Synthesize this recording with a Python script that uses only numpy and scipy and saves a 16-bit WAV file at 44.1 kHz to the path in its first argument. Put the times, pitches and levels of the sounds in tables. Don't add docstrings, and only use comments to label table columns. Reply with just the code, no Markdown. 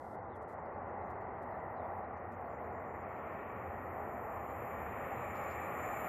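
import sys
import numpy as np
from scipy import signal
from scipy.fft import rfft, irfft, next_fast_len
from scipy.io import wavfile

SR = 44100
rng = np.random.default_rng(int(sys.argv[2]) if len(sys.argv) > 2 else 0)


def wav_out(sig):
    wavfile.write(sys.argv[1], SR, np.round(np.clip(np.atleast_2d(sig).T, -1, 1) * 32767).astype(np.int16))


def voltage_ratio(decibels):
    exponent = np.asarray(decibels, float) / 20
    return 10 ** exponent


N = 268436
LONG = next_fast_len(N)

# (time [s], nearness as level of the rush [dB], swell of the air path [dB])
APPROACH = [(0, -83.5, -4), (.15, -79, -2), (.4, -75.5, -1.5), (.9, -71, 0), (1.4, -71, -0.5),
            (1.9, -71, 2), (2.3, -71, -3), (2.7, -69, -0.5), (3.2, -65.5, -1), (3.75, -64.5, -2),
            (4.0, -64.5, 0.1), (4.3, -64, 0.5), (4.6, -62.5, -0.5), (5.1, -58.5, -0.6), (5.5, -56.5, 0),
            (5.8, -56.5, 1.5), (6.09, -55.5, 1.5)]
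# (frequency [Hz], density [dB per Hz])
ROAR_COLOUR_DB = [(15, -51.5), (25, -25), (86, -3.5), (139, -8.5), (240, -4.5), (279, -5), (370, -3),
                  (809, 2), (941, -3), (1250, -1.5), (1620, -13.5), (1930, -17.5), (2340, -17.5),
                  (3390, -45), (4500, -60.5), (5850, -90.5), (9900, -120)]
# (frequency [Hz], width [Hz], depth [dB])
GROUND_DIPS = [(148, 9.2, -6.5), (280.7, 14, -10.5), (320, 11, -3.5)]
# (frequency [Hz], width [Hz], lift [dB])
TUNNEL_PEAKS = [(90, 86, 5), (802, 72, 1), (1164, 120, 2), (1898, 220, 5)]
# (level at mid approach [dB], share of nearness [dB/dB], share of swell [dB/dB])
ROAR_PARTS = [
    (-52, 0.2, 0.17),
    (-50, 0.13, .4),
    (-46, 0.036, 1.01),
    (-55.5, .3, 0.23),
    (-59, 0.54, 0.24),
    (-57.5, .35, .3),
    (-62, 0.67, 0.12),
    (-63, 0.45, .1),
    (-67.5, 1.18, .01),
]
ROAR_EDGES_HZ = [(10, 130, 200, 300), (300, 450, 600), (600, 720, 870, 1030), (1030, 1170), (1170, 1300),
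                 (1300, 1450, 1700), (1700, 1900), (1900, 2150), (2150, 2600, 6000)]
# (time [s], level [dB])
WIRE_LEVEL = [(0, -92.5), (1.3, -90.5), (1.5, -86), (1.95, -85), (2.1, -91), (2.6, -85), (3.5, -79.5),
              (4.3, -70.5), (4.6, -68), (5.1, -69), (5.7, -65), (5.9, -63.5), (6.09, -59.5)]
# (frequency [Hz], density [dB per Hz])
WIRE_COLOUR_DB = [(5240, -57), (8900, -19.5), (9120, -23.5), (9280, -11), (9990, -14), (11000, -10.5),
                  (11700, -6), (12100, -1), (12500, 2.5), (14100, -3), (14800, -12.5), (15000, -14.5)]
# (frequency [Hz], width [Hz], lift [dB])
WIRE_PEAKS = [(9730, 82, 6.5), (10200, 180, 6), (9800, 110, -3), (12550, 150, 2.5), (13300, 140, 5.5),
              (13400, 160, 0), (13650, 170, 3.5)]
# (time [s], length [s], start pitch [Hz], end pitch [Hz], level [dB])
BIRD_NOTES = [
    (.31, .065, 3950, 3020, -77),
    (1.755, .06, 4050, 3850, -84),
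    (1.79, .04, 3750, 3500, -83),
    (1.82, .055, 3250, 3600, -83),
]
# (frequency [Hz], width [Hz], level [dB])
RAIL_MODES = [(6985, 32, -6), (7077, 24, 0), (7170, 80, -9), (7287, 36, -6), (7386, 22, -3),
              (7250, 500, -14), (7700, 260, -28), (5700, 500, -34), (6400, 400, -31.5)]
# (time [s], length [s], level [dB])
SCUFF_EVENTS = [
    (5.33, .07, -78.5),
    (5.39, .08, -80),
    (5.46, .11, -76.5),
]
# (frequency [Hz], level re common part [dB])
UNLIKE_DB = [(450, -72), (600, -48), (770, -36), (1200, -24), (2000, -23), (7500, -16), (9500, -6),
             (12500, -12)]
# (frequency [Hz], level of an equal white noise [dB])
GATE_DB = [(2500, -76), (3100, -73), (3400, -72.5), (3750, -74), (4300, -74.2), (4800, -73.4), (5600, -73),
           (6850, -73.5), (7500, -72.5), (8250, -69), (9000, -72.5), (11300, -73), (12000, -72.5),
           (12750, -74.7), (13500, -74.5), (14250, -75.5), (15000, -79.5)]
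GATE_OPEN_FRAMES = [0, 1, 2, 3, 4, 5, 6, 7, 17, 20, 23, 24, 25, 52, 67, 109]
GATE_EDGES_BINS = [108, 120, 132, 144, 160, 176, 196, 216, 240, 264, 292, *range(320, 700, 32), 942]

NEAR_REF_DB, ROAR_PATCHY_DB = -66, .7
GUST_S, GUST_LENGTH_S, GUST_DB = 2.85, 0.94, 3.5
BANK_ECHO_S, BANK_ECHO_DB, BANK_DULL_HZ = .0237, -16, 900
LOWER_DB, LOWER_FOLLOWS, LOWER_REF_DB = -81.7, 1.45, -67
RAIL_FULL_S, RAIL_FULL_DB, RAIL_RISE_DB_PER_S = 5.87, -64.5, 10
RAIL_WAKES_S, RAIL_ASLEEP_DB, RAIL_FAINT_DB = 2.6, -12, -88
RAIL_LULL_S, RAIL_LULL_LENGTH_S, RAIL_LULL_DB = 5.6, .2, -6
PORT_HZ, PORT_WIDTH_HZ, PORT_DB = 1950, 900, -14.5
MIC_CUT_HZ, HISS_DB = 45, -76
GATE_JITTER_DB, GATE_RISE_DB, MASK_RISE_DB, MASK_TOP_HZ = 1.3, 1.2, 2.2, 8500


def at_hz(points, hz):
    points = np.array(points, float)
    return np.interp(np.log(hz), np.log(points[:, 0]), points[:, 1])


def in_time(rows):
    s, *columns = np.transpose(rows)
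    return [np.interp(np.arange(N) / SR, s, c) for c in columns]


def rms_one(x):
    return x / np.sqrt(np.mean(x ** 2) + 1e-30)


def bell(hz, mid_hz, width_hz):
    return 1 / (1 + (2 * (hz - mid_hz) / width_hz) ** 2)


def bumps(rows, hz):
    return sum(db * bell(hz, mid_hz, width_hz) for mid_hz, width_hz, db in rows)


def drift(rate_hz):
    points = rng.standard_normal(400)
    at = np.arange(N) / SR * np.clip(rate_hz, .1, 60)
    whole = at.astype(int)
    blend = np.sin(np.pi / 2 * (at - whole)) ** 2
    return points[whole] * (1 - blend) + points[whole + 1] * blend


def noise_spectrum(gain):
    hz = np.fft.rfftfreq(LONG, 1 / SR) + 1
    common, unlike = rfft(rng.standard_normal((2, LONG))) * gain(hz)
    unlike = unlike * voltage_ratio(at_hz(UNLIKE_DB, hz))
    return hz, np.array([common + unlike, common - unlike])


def cut(hz, spectrum, low_hz, high_hz, soft=0.04):
    def step(edge_hz):
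        return np.clip(np.log(hz / edge_hz) / soft / 2 + .5, 0, 1)
    return irfft(spectrum * (step(low_hz) - step(high_hz)), LONG)[:, :N]


def burst(s, length_s):
    return np.sin(np.pi * np.clip((np.arange(N) / SR - s) / length_s, 0, 1)) ** 2


def roar():
    def colour(hz):
        return voltage_ratio(at_hz(ROAR_COLOUR_DB, hz) + bumps(GROUND_DIPS + TUNNEL_PEAKS, hz))
    hz, spectrum = noise_spectrum(colour)
    near_db, swell_db = in_time(APPROACH)
    out = 0
    for edges_hz, (db, nears, swells) in zip(ROAR_EDGES_HZ, ROAR_PARTS):
        part = 0
        for low_hz, high_hz in zip(edges_hz, edges_hz[1:]):
            part = part + voltage_ratio(ROAR_PATCHY_DB * drift(2.438)) * cut(hz, spectrum, low_hz, high_hz)
        if edges_hz is ROAR_EDGES_HZ[-1]:
            db = db + GUST_DB * burst(GUST_S, GUST_LENGTH_S)
        level_db = db + nears * (near_db - NEAR_REF_DB) + swells * swell_db
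        out = out + voltage_ratio(level_db) * rms_one(part)
    return out


def bank_echo(direct):
    lag = round(BANK_ECHO_S * SR)
    dull = signal.lfilter(*signal.butter(1, BANK_DULL_HZ, fs=SR), direct)
    return voltage_ratio(BANK_ECHO_DB) * np.pad(dull, ((0, 0), (lag, 0)))[:, :N]


def wire():
    def colour(hz):
        return voltage_ratio(at_hz(WIRE_COLOUR_DB, hz) + bumps(WIRE_PEAKS, hz))
    hz, spectrum = noise_spectrum(colour)
    upper_db, = in_time(WIRE_LEVEL)
    lower_db = LOWER_DB + LOWER_FOLLOWS * (upper_db - LOWER_REF_DB)
    upper = rms_one(cut(hz, spectrum, 11500, 14620, soft=.006))
    lower = rms_one(cut(hz, spectrum, 8900, 11500, soft=.006))
    return upper * voltage_ratio(upper_db + 1.2 * drift(17)) + lower * voltage_ratio(lower_db + 2.5 * drift(14))


def microphone_hiss():
    common, *own = rng.standard_normal((3, N))
    shape = signal.butter(3, [2400, 14200], "band", fs=SR, output="sos")
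    return voltage_ratio(HISS_DB) * signal.sosfilt(shape, .8 * common + .55 * np.array(own))


def bird():
    t, out = np.arange(N) / SR, 0
    for s, length_s, from_hz, to_hz, db in BIRD_NOTES:
        pitch_hz = from_hz + (to_hz - from_hz) * np.clip((t - s) / length_s, 0, 1)
        out = out + voltage_ratio(db) * burst(s, length_s) * np.sin(2 * np.pi * np.cumsum(pitch_hz) / SR)
    return out


def rail():
    def modes(hz):
        return np.sqrt(sum(voltage_ratio(2 * db) * bell(hz, mid_hz, width_hz) ** 2
                           for mid_hz, width_hz, db in RAIL_MODES))
    ring = rms_one(cut(*noise_spectrum(modes), 4000, 9000))
    t = np.arange(N) / SR
    level_db = RAIL_FULL_DB + RAIL_RISE_DB_PER_S * np.minimum(t - RAIL_FULL_S, 0)
    level_db = np.maximum(level_db, RAIL_FAINT_DB)
    level_db = level_db + RAIL_ASLEEP_DB * np.clip((RAIL_WAKES_S - t) / .3, 0, 1)
    level_db = level_db + RAIL_LULL_DB * burst(RAIL_LULL_S, RAIL_LULL_LENGTH_S)
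    return ring * voltage_ratio(level_db + 0.67 * drift(10))


def scuffs():
    hz, spectrum = noise_spectrum(lambda hz: 1)
    rub = rms_one(cut(hz, spectrum, 3300, 5900, soft=.08))
    return rub * sum(voltage_ratio(db) * burst(s, length_s) for s, length_s, db in SCUFF_EVENTS)


def scene():
    direct = roar()
    return direct + bank_echo(direct) + wire() + bird() + rail() + scuffs()


def port_tip(dry):
    port = signal.iirpeak(PORT_HZ, PORT_HZ / PORT_WIDTH_HZ, fs=SR)
    tip = voltage_ratio(PORT_DB) * signal.filtfilt(*port, dry.mean(axis=0))
    return dry + tip * [[1], [-1]]


def band_gate(x):
    frame = dict(window="cosine", nperseg=1882, noverlap=941, scaling="psd")
    hz, s, cells = signal.stft(x, SR, **frame)
    is_open = np.isin(np.arange(len(s)), GATE_OPEN_FRAMES)
    progress = s / s[-1]
    jitter_db = GATE_JITTER_DB * rng.standard_normal((len(GATE_EDGES_BINS), len(s)))
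    for low, high, waver_db in zip(GATE_EDGES_BINS, GATE_EDGES_BINS[1:], jitter_db):
        power = SR * np.mean(np.abs(cells[:, low:high]) ** 2, axis=(0, 1))
        rise_db = GATE_RISE_DB * progress ** 2 + MASK_RISE_DB * progress ** 6 * (hz[low] < MASK_TOP_HZ)
        threshold_db = at_hz(GATE_DB, hz[low]) + waver_db + rise_db
        forced = is_open & (high <= 576)
        cells[:, low:high] *= forced | (power > voltage_ratio(2 * threshold_db))
    return signal.istft(cells, SR, **frame)[1][:, :N]


def top_cut(x):
    return signal.sosfilt(signal.butter(12, 15650, fs=SR, output="sos"), x)


def record(dry):
    bass_cut = signal.butter(2, MIC_CUT_HZ, "high", fs=SR, output="sos")
    wet = signal.sosfilt(bass_cut, port_tip(dry))
    mix = band_gate(wet + microphone_hiss())
    return top_cut(mix)


dry = scene()
out = record(dry)
wav_out(out)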